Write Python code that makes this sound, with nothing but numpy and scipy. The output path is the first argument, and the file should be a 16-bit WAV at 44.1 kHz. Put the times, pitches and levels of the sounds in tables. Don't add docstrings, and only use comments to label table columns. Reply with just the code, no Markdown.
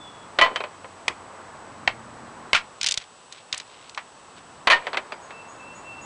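import sys
import numpy as np
from scipy import signal
from scipy.fft import rfft, irfft
from scipy.io import wavfile

SR = 44100
rng = np.random.default_rng(int(sys.argv[2]) if len(sys.argv) > 2 else 0)


def store_pcm(level_fs):
    pcm = np.round(np.clip(level_fs, -1, 1) * 32767).astype(np.int16)
    wavfile.write(sys.argv[1], SR, np.atleast_2d(pcm).T)


N = 266800
TIME = np.arange(N) / SR

# f/Hz, level/dB, t60/s (time to fall by 60 dB)
FIRST_STICK = [(668, -10, .15), (1034, -7, .22), (1231, -14, .12), (1975, 0, .105), (2478, -15, .08),
               (3035, -3, .1), (3261, -17, .11), (4378, -22, .13)]
SECOND_STICK = [(954, -13, .2), (1410, -15, .09), (1831, 0, .11), (2955, -11, .1)]
# f/Hz, level/dB per Hz
PILE_COLOUR = [(71, -102), (120, -28.5), (612, 2), (838, -0.5), (989, 4.5), (1630, 0.5), (1930, 2.5),
               (2540, 2), (2790, -4), (3120, -1.5), (4510, -8.5), (5140, -16.5), (10000, -32.5),
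               (13000, -68), (22000, -120)]
# f/Hz, level/dB per Hz
SNAP_COLOUR = [(59, -39), (100, -17), (312, -23), (624, -18), (1200, -15), (1540, -7), (1670, -11),
               (2060, -3), (3270, 0.5), (3670, 2), (7070, -7.5), (10000, -22.5), (13000, -73),
               (22000, -120)]


def chops():
    # t/s, level/dB, t60/s, brightness/dB per octave, bass/dB,
    # board mode f/Hz, its ring/dB, settling/dB against the knock
    blows = [(1.0806, -14, .025, 5.5, 22.5, 3420, -3, -21), (1.8756, -10.3, .028, -1.5, 0, 827, -4.5, -21),
             (2.5311, -11.5, .03, 3.5, 13, 2170, 3, -22), (3.539, -31, .046, -1.5, -10, 760, -4, -14),
             (3.9754, -24.5, .05, -3, -6, 925, -9, -14)]
    settle_delay_s, settle_t60_s, settle_hz = .014, .11, 1950
    bite_s, bite_db, bite_hz = 2.5482, -14, 1332
    give_s, give_db = .0047, -6
    out = np.zeros(N)
    for s, db, t60, tilt_db, bass_db, mode_hz, ring_db, settle_db in blows:
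        blow = knock(t60, .0069, tilt_db, bass_db, mode_hz, ring_db)
        add(out, s, from_db(db) * blow)
        settle = knock(settle_t60_s, crack_t60=.01, tilt_db=-4.5, bass_db=bass_db - 5,
                       mode_hz=settle_hz, ring_db=-10)
        add(out, s + settle_delay_s, from_db(db + settle_db) * settle)
    first_give = (bite_s - give_s, bite_db + give_db)
    cracks = dying_run(bite_s, bite_db, gap_s=.014, loss_db=9, count=4)
    for s, db in [first_give, *cracks]:
        mode_hz = bite_hz * rng.uniform(.92, 1.08)
        crack = knock(.11, crack_t60=.008, tilt_db=.5, bass_db=-13, mode_hz=mode_hz, ring_db=-3.5)
        add(out, s, from_db(db) * crack)
    return outdoors(out, wet_db=-18.5, t60=.18, damping=.25, delay_s=.008)


def knock(t60, crack_t60, tilt_db, bass_db, mode_hz, ring_db):
    # f/Hz, level/dB per Hz
    chop_colour = [(47, -34.5), (80, -18), (147, -26.5), (437, -14), (941, -4.5), (1200, -2.5),
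                   (1560, -4.5), (1910, 0.5), (2240, -1.5), (2640, -2), (3100, -6), (4830, -15),
                   (8010, -26), (10000, -36.5), (13000, -81), (22000, -120)]
    blow = contact(chop_colour, t60, damping=.12, crack=.69, crack_t60=crack_t60, rise_s=.00026,
                   tilt_db=tilt_db, bass_db=bass_db)
    return blow + stick_ring([(mode_hz, ring_db, 1.03 * t60)])


def splitting():
    # t/s, level/dB, brightness/dB per octave, bass/dB
    thick_fibres = [(2.812, -22.5, 2, 6), (2.83, -21, 2.5, 7), (2.842, -20.5, -.5, 8),
                    (2.862, -18.5, 4.5, 0), (2.868, -17.5, 3, -9), (2.875, -25, 1.5, 7),
                    (2.8861, -19.5, 4, 9), (2.9094, -20.5, 5, -4), (2.9199, -19, 5, -7),
                    (2.9403, -24.5, 4.5, -4), (2.9739, -19.5, 1.5, 14), (3.3235, -35.5, 3, 0),
                    (3.5261, -20, -1, 2), (3.5438, -29.5, 2, 4), (3.5768, -30.5, 13.5, 3),
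                    (3.5992, -32, -2, -2), (3.894, -39, 3, -10), (3.9464, -39, 0, -4)]
    neighbour_s, neighbour_db = .004, -11.5
    out = tearing()
    for s, db, tilt_db, bass_db in thick_fibres:
        add(out, s, from_db(db) * snap(tilt_db, bass_db))
        later_s = s + neighbour_s * rng.uniform(.42, 1.5)
        add(out, later_s, from_db(db + neighbour_db) * snap(tilt_db, bass_db=0))
    return outdoors(out, wet_db=-40, t60=.16, damping=.16, delay_s=.0065)


def snap(tilt_db, bass_db):
    crack = contact(SNAP_COLOUR, .017, damping=.067, crack=1.04, crack_t60=.0067, rise_s=.0012,
                    tilt_db=tilt_db, bass_db=bass_db)
    return crack - stick_ring([(55, -30.5 + bass_db, .045)])


def tearing():
    # start t/s, length/s, level/dB
    creeps = [(2.794, 0.16, -38.5), (2.929, .13, -47.5), (3.295, 0.14, -52.5), (3.514, 0.13, -46.5),
              (3.621, 0.33, -55.5), (4.36, .04, -52)]
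    out = np.zeros(N)
    for s, length, db in creeps:
        fibres = crackle(length, per_s=2000, spread_db=4.5, colour=SNAP_COLOUR, tilt_db=-7, bass_db=-17.5)
        add(out, s, from_db(db) * fibres)
    return out


def tossed_sticks():
    # t/s, tip level/dB, fall time/s,
    # slap level/dB, ring level/dB, rattle level/dB, brightness/dB per octave, its modes
    tosses = [(0.3872, -12.5, 0.025, -10.5, -3, -17, -.8, FIRST_STICK),
              (4.6719, -12, 0.028, -11.5, -11, -14.5, .5, FIRST_STICK),
              (4.7172, -15, .0055, -19.5, -3, -23.5, 1, SECOND_STICK)]
    # t/s, level/dB, brightness/dB per octave, mode f/Hz, its ring/dB
    bounces = [(.512, -33, -12.5, 770, -12), (.559, -20.5, 1.5, 3090, -4), (0.604, -24.5, -2.5, 2500, -11),
               (.638, -27.5, -2.5, 1030, -4), (.844, -34, -5, 1040, -3), (4.8683, -23.5, -1.5, 1830, -16),
               (4.931, -26.5, -1, 955, -15), (4.944, -25.5, -3, 1420, -14), (4.971, -18, 1, 2345, -12),
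               (5.1213, -27.5, -1, 4820, -13), (5.306, -37.5, -1.5, 1630, -9)]
    tip_ring_db = -6.5
    skid_s, skid_db = .0105, -10.5
    rattle_delay_s = .009
    out = np.zeros(N)
    for s, tip_db, fall_s, slap_db, ring_db, rattle_db, tilt_db, modes in tosses:
        ring = stick_ring(modes)
        flat_s = s + fall_s
        tip = clack(.068, tilt_db) + from_db(tip_ring_db) * ring
        add(out, s, from_db(tip_db) * tip)
        add(out, s + skid_s, from_db(tip_db + skid_db) * clack(.055, tilt_db))
        slap = clack(.069, tilt_db + 1)
        add(out, flat_s, from_db(slap_db) * slap)
        add(out, flat_s, from_db(ring_db) * lifted(ring))
        add(out, flat_s + rattle_delay_s, rattle(ring, rattle_db, tilt_db))
        litter = crackle(.22, per_s=1500, spread_db=3, colour=PILE_COLOUR, tilt_db=-1.2, bass_db=9)
        add(out, flat_s, from_db(-50.5) * litter)
    for s, db, tilt_db, mode_hz, ring_db in bounces:
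        add(out, s, from_db(db) * rebound(tilt_db, mode_hz, ring_db))
    return outdoors(out, wet_db=-24.5, t60=.67, damping=.25, delay_s=.012)


def clack(t60, tilt_db):
    return contact(PILE_COLOUR, t60, damping=.44, crack=.98, crack_t60=.02, rise_s=.0006,
                   tilt_db=tilt_db, bass_db=2)


def lifted(ring):
    return ring * (1 - np.exp(-(TIME[:len(ring)] / .0075) ** 2))


def rattle(ring, db, tilt_db, count=4, size=32768):
    out = np.zeros(size)
    touches = dying_run(0, db, gap_s=.012, loss_db=3, count=count)
    for k, (s, touch_db) in enumerate(touches):
        t60 = .06 + k * .022
        touch_tilt_db = tilt_db + 1.8 - k * 1.3
        touch = clack(t60, touch_tilt_db) + from_db(-20) * ring
        add(out, s, from_db(touch_db) * touch)
    return out


def rebound(tilt_db, mode_hz, ring_db):
    touch = contact(PILE_COLOUR, .078, damping=.41, crack=1.43, crack_t60=.015, rise_s=.0004,
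                    tilt_db=tilt_db, bass_db=4)
    clear_mode = stick_ring([(mode_hz, ring_db, .1)])
    return touch + clear_mode + from_db(-16) * stick_ring(FIRST_STICK)


def birds(count=4):
    # start t/s, length/s, first f/Hz, last f/Hz, level/dB
    notes = [(-.01, 0.1305, 3520, 3360, -47.5), (.1, .18, 3400, 3364, -58.5),
             (5.298, 0.18, 2645, 2695, -48.5), (5.563, 0.217, 2623, 2715, -47),
             (5.827, .21, 2690, 2692, -41.5)]
    flutter_db, flutter_hz = 1.5, 8.3
    chip_start_s, chip_gap_s, chip_s = 5.211, .265, .068
    chip_hz, chip_climb_hz, chip_buzz_hz = 6640, 208, 150
    chip_db, chip_growth_db = -56.5, 2.5
    out = np.zeros(N)
    for s, length, first_hz, last_hz, db in notes:
        note = glide(length, first_hz, last_hz, waver_hz=16, waver_rate_hz=44)
        flutter = flutter_db * narrow_noise(flutter_hz, flutter_hz, len(note))
        add(out, s, from_db(db + flutter) * note)
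    for k in range(count):
        chip = glide(chip_s, chip_hz, chip_hz + k * chip_climb_hz, chip_buzz_hz, waver_rate_hz=79)
        add(out, chip_start_s + k * chip_gap_s, from_db(chip_db + k * chip_growth_db) * chip)
    return outdoors(out, wet_db=-8, t60=.6, damping=.2, delay_s=.02)


def far_engines():
    # start t/s, length/s, first f/Hz, last f/Hz, level/dB
    drones = [(-0.05, 2.6, 99, 85, -62), (1.7, 0.65, 110, 133, -55.5), (1.6, 0.95, 218, 235, -55.5)]
    out = np.zeros(N)
    for s, length, first_hz, last_hz, db in drones:
        drone = glide(length, first_hz, last_hz, waver_hz=1.45, waver_rate_hz=5.8)
        add(out, s, from_db(db) * drone)
    return out


def distant_air():
    # t/s, rush level/dB, rumble level/dB
    swells = [(0, -46, -53), (.5, -44.5, -54.5), (.85, -47.5, -56), (1.35, -43.5, -54.5), (1.9, -44.5, -50),
              (2.42, -43.5, -50.5), (3.0, -52.5, -64.5), (4.13, -50, -60), (4.55, -47.5, -55),
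              (5.05, -44, -57.5), (6.05, -45, -50.5)]
    # f/Hz, level/dB per Hz
    air_colour = [(15, -46), (25, -10.5), (37, -13.5), (107, -2.5), (227, -1.5), (394, -1.5), (470, -0.5),
                  (519, 0), (1050, 3), (2860, -15.5), (3400, -17.5), (4600, -20), (7220, -22.5),
                  (7980, -19.5), (10000, -30.5), (13000, -80), (22000, -120)]
    hz = bins(N)
    noise = rfft(rng.standard_normal(N)) * from_db(at_hz(air_colour, hz))
    s, rush_db, rumble_db = np.transpose(swells)
    levels = [np.interp(TIME, s, rumble_db), np.interp(TIME, s, rush_db), -56]
    edges_hz = [0, 350, 2500, SR / 2]
    out = np.zeros(N)
    for low, high, db in zip(edges_hz, edges_hz[1:], levels):
        band = irfft(noise * (hz > low) * (hz <= high), N)
        out += rms_one(band) * from_db(db)
    return out


def recorder_whine():
    whine_hz, frame_hz, whine_db = 7867, 29.97, -61
    in_frame = TIME * frame_hz % 1
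    lit = 2 * in_frame % 1 > .06
    tone = np.sqrt(2) * np.sin(2 * np.pi * whine_hz * in_frame / frame_hz)
    return from_db(whine_db) * lit * tone


def contact(colour, t60, damping, crack, crack_t60, rise_s, tilt_db, bass_db, size=16384):
    t = np.arange(size) / SR
    hard_crack = crack * rng.standard_normal(size) * fade(t, crack_t60)
    burst = dying_noise(t60, damping) + hard_crack
    onset = 1 - np.exp(-(t / rise_s) ** 2)
    sound = body(burst * onset, colour, tilt_db, bass_db)
    return sound / np.sqrt(np.mean(sound[:SR // 250] ** 2))


def dying_noise(t60, damping, size=16384):
    t = np.arange(size) / SR
    white = rfft(rng.standard_normal(size))
    octave = np.clip(np.log2(bins(size) / 2000), -3, 2)
    out = np.zeros(size)
    for k in range(-3, 3):
        band = irfft(white * np.maximum(1 - np.abs(octave - k), 0), size)
        life = 2 ** (-damping * k)
        out += band * fade(t, t60 * life) / np.sqrt(life)
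    return out


def body(x, colour, tilt_db, bass_db):
    size, spectrum = len(x), rfft(x)
    hz = bins(size)
    tilt = tilt_db * np.log2(np.clip(hz, 500, 10000) / 2000)
    bass = bass_db / (1 + (hz / 700) ** 2)
    shape_db = at_hz(colour, hz) + tilt + bass
    cepstrum = irfft(np.log(from_db(shape_db)))
    cepstrum[1:size // 2] *= 2
    cepstrum[size // 2 + 1:] = 0
    return irfft(spectrum * np.exp(rfft(cepstrum)))


def stick_ring(modes, size=16384):
    t = np.arange(size) / SR
    return sum(from_db(db) * np.sin(2 * np.pi * hz * t) * fade(t, t60) for hz, db, t60 in modes)


def crackle(length, per_s, spread_db, colour, tilt_db, bass_db, size=16384):
    span = min(int(length * SR), size)
    parting = rng.random(span) < per_s / SR
    loudness = from_db(spread_db * np.minimum(rng.exponential(1, span), 4))
    strength = loudness * rng.choice([-1, 1], span)
    grains = parting * strength * signal.windows.tukey(span, .5)
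    grains = np.pad(grains, (0, size - span))
    return rms_one(body(grains, colour, tilt_db, bass_db)[:span])


def dying_run(s, db, gap_s, loss_db, count):
    gaps = gap_s * rng.uniform(.75, 1.25, count)
    return zip(s + np.cumsum(gaps) - gaps[0], db - loss_db * np.arange(count))


def glide(length, first_hz, last_hz, waver_hz, waver_rate_hz):
    size = int(length * SR)
    waver = waver_hz * narrow_noise(waver_rate_hz, 2 * waver_rate_hz, size)
    pitch = np.linspace(first_hz, last_hz, size) + waver
    swell = signal.windows.tukey(size, .5)
    return np.sqrt(2) * swell * np.sin(2 * np.pi * np.cumsum(pitch) / SR)


def narrow_noise(hz, width_hz, size):
    resonance = 1 / (1 + (2 * (bins(size) - hz) / width_hz) ** 2)
    return rms_one(irfft(rfft(rng.standard_normal(size)) * resonance, size))


def outdoors(x, wet_db, t60, damping, delay_s):
    tail = dying_noise(t60, damping, size=32768)
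    scattered = signal.fftconvolve(x, tail / np.linalg.norm(tail))[:N]
    out = x.copy()
    add(out, delay_s, from_db(wet_db) * scattered)
    return out


def from_db(db):
    return 10 ** (np.asarray(db) / 20)


def rms_one(x):
    return x / np.sqrt(np.mean(x ** 2) + 1e-20)


def fade(t, t60):
    return np.exp(-np.log(1000) * t / max(t60, 1e-3))


def add(out, s, sound):
    start = int(round(s * SR))
    sound, start = sound[max(-start, 0):], max(start, 0)
    out[start:start + len(sound)] += sound[:max(N - start, 0)]


def at_hz(points, hz):
    points = np.array(points)
    return np.interp(np.log(hz), np.log(points[:, 0]), points[:, 1])


def bins(size):
    return np.maximum(np.fft.rfftfreq(size, 1 / SR), 1)


def scene():
    woodwork = chops() + splitting() + tossed_sticks()
    far_off = birds() + far_engines() + distant_air()
    return (woodwork + far_off)[None, :]


def record(dry):
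    x = dry + recorder_whine()
    ceiling = np.where(x > 0, .75, 1.0)
    x = x / (1 + (x / ceiling) ** 4) ** (1 / 4)
    bump = signal.sosfilt(signal.butter(1, 25, fs=SR, output="sos"), x ** 2)
    x = x + .32 * bump
    x = signal.sosfilt(signal.butter(1, 8, "high", fs=SR, output="sos"), x)
    return signal.sosfilt(signal.ellip(10, .2, 70, 10100, fs=SR, output="sos"), x)


dry = scene()
out = record(dry)
store_pcm(out)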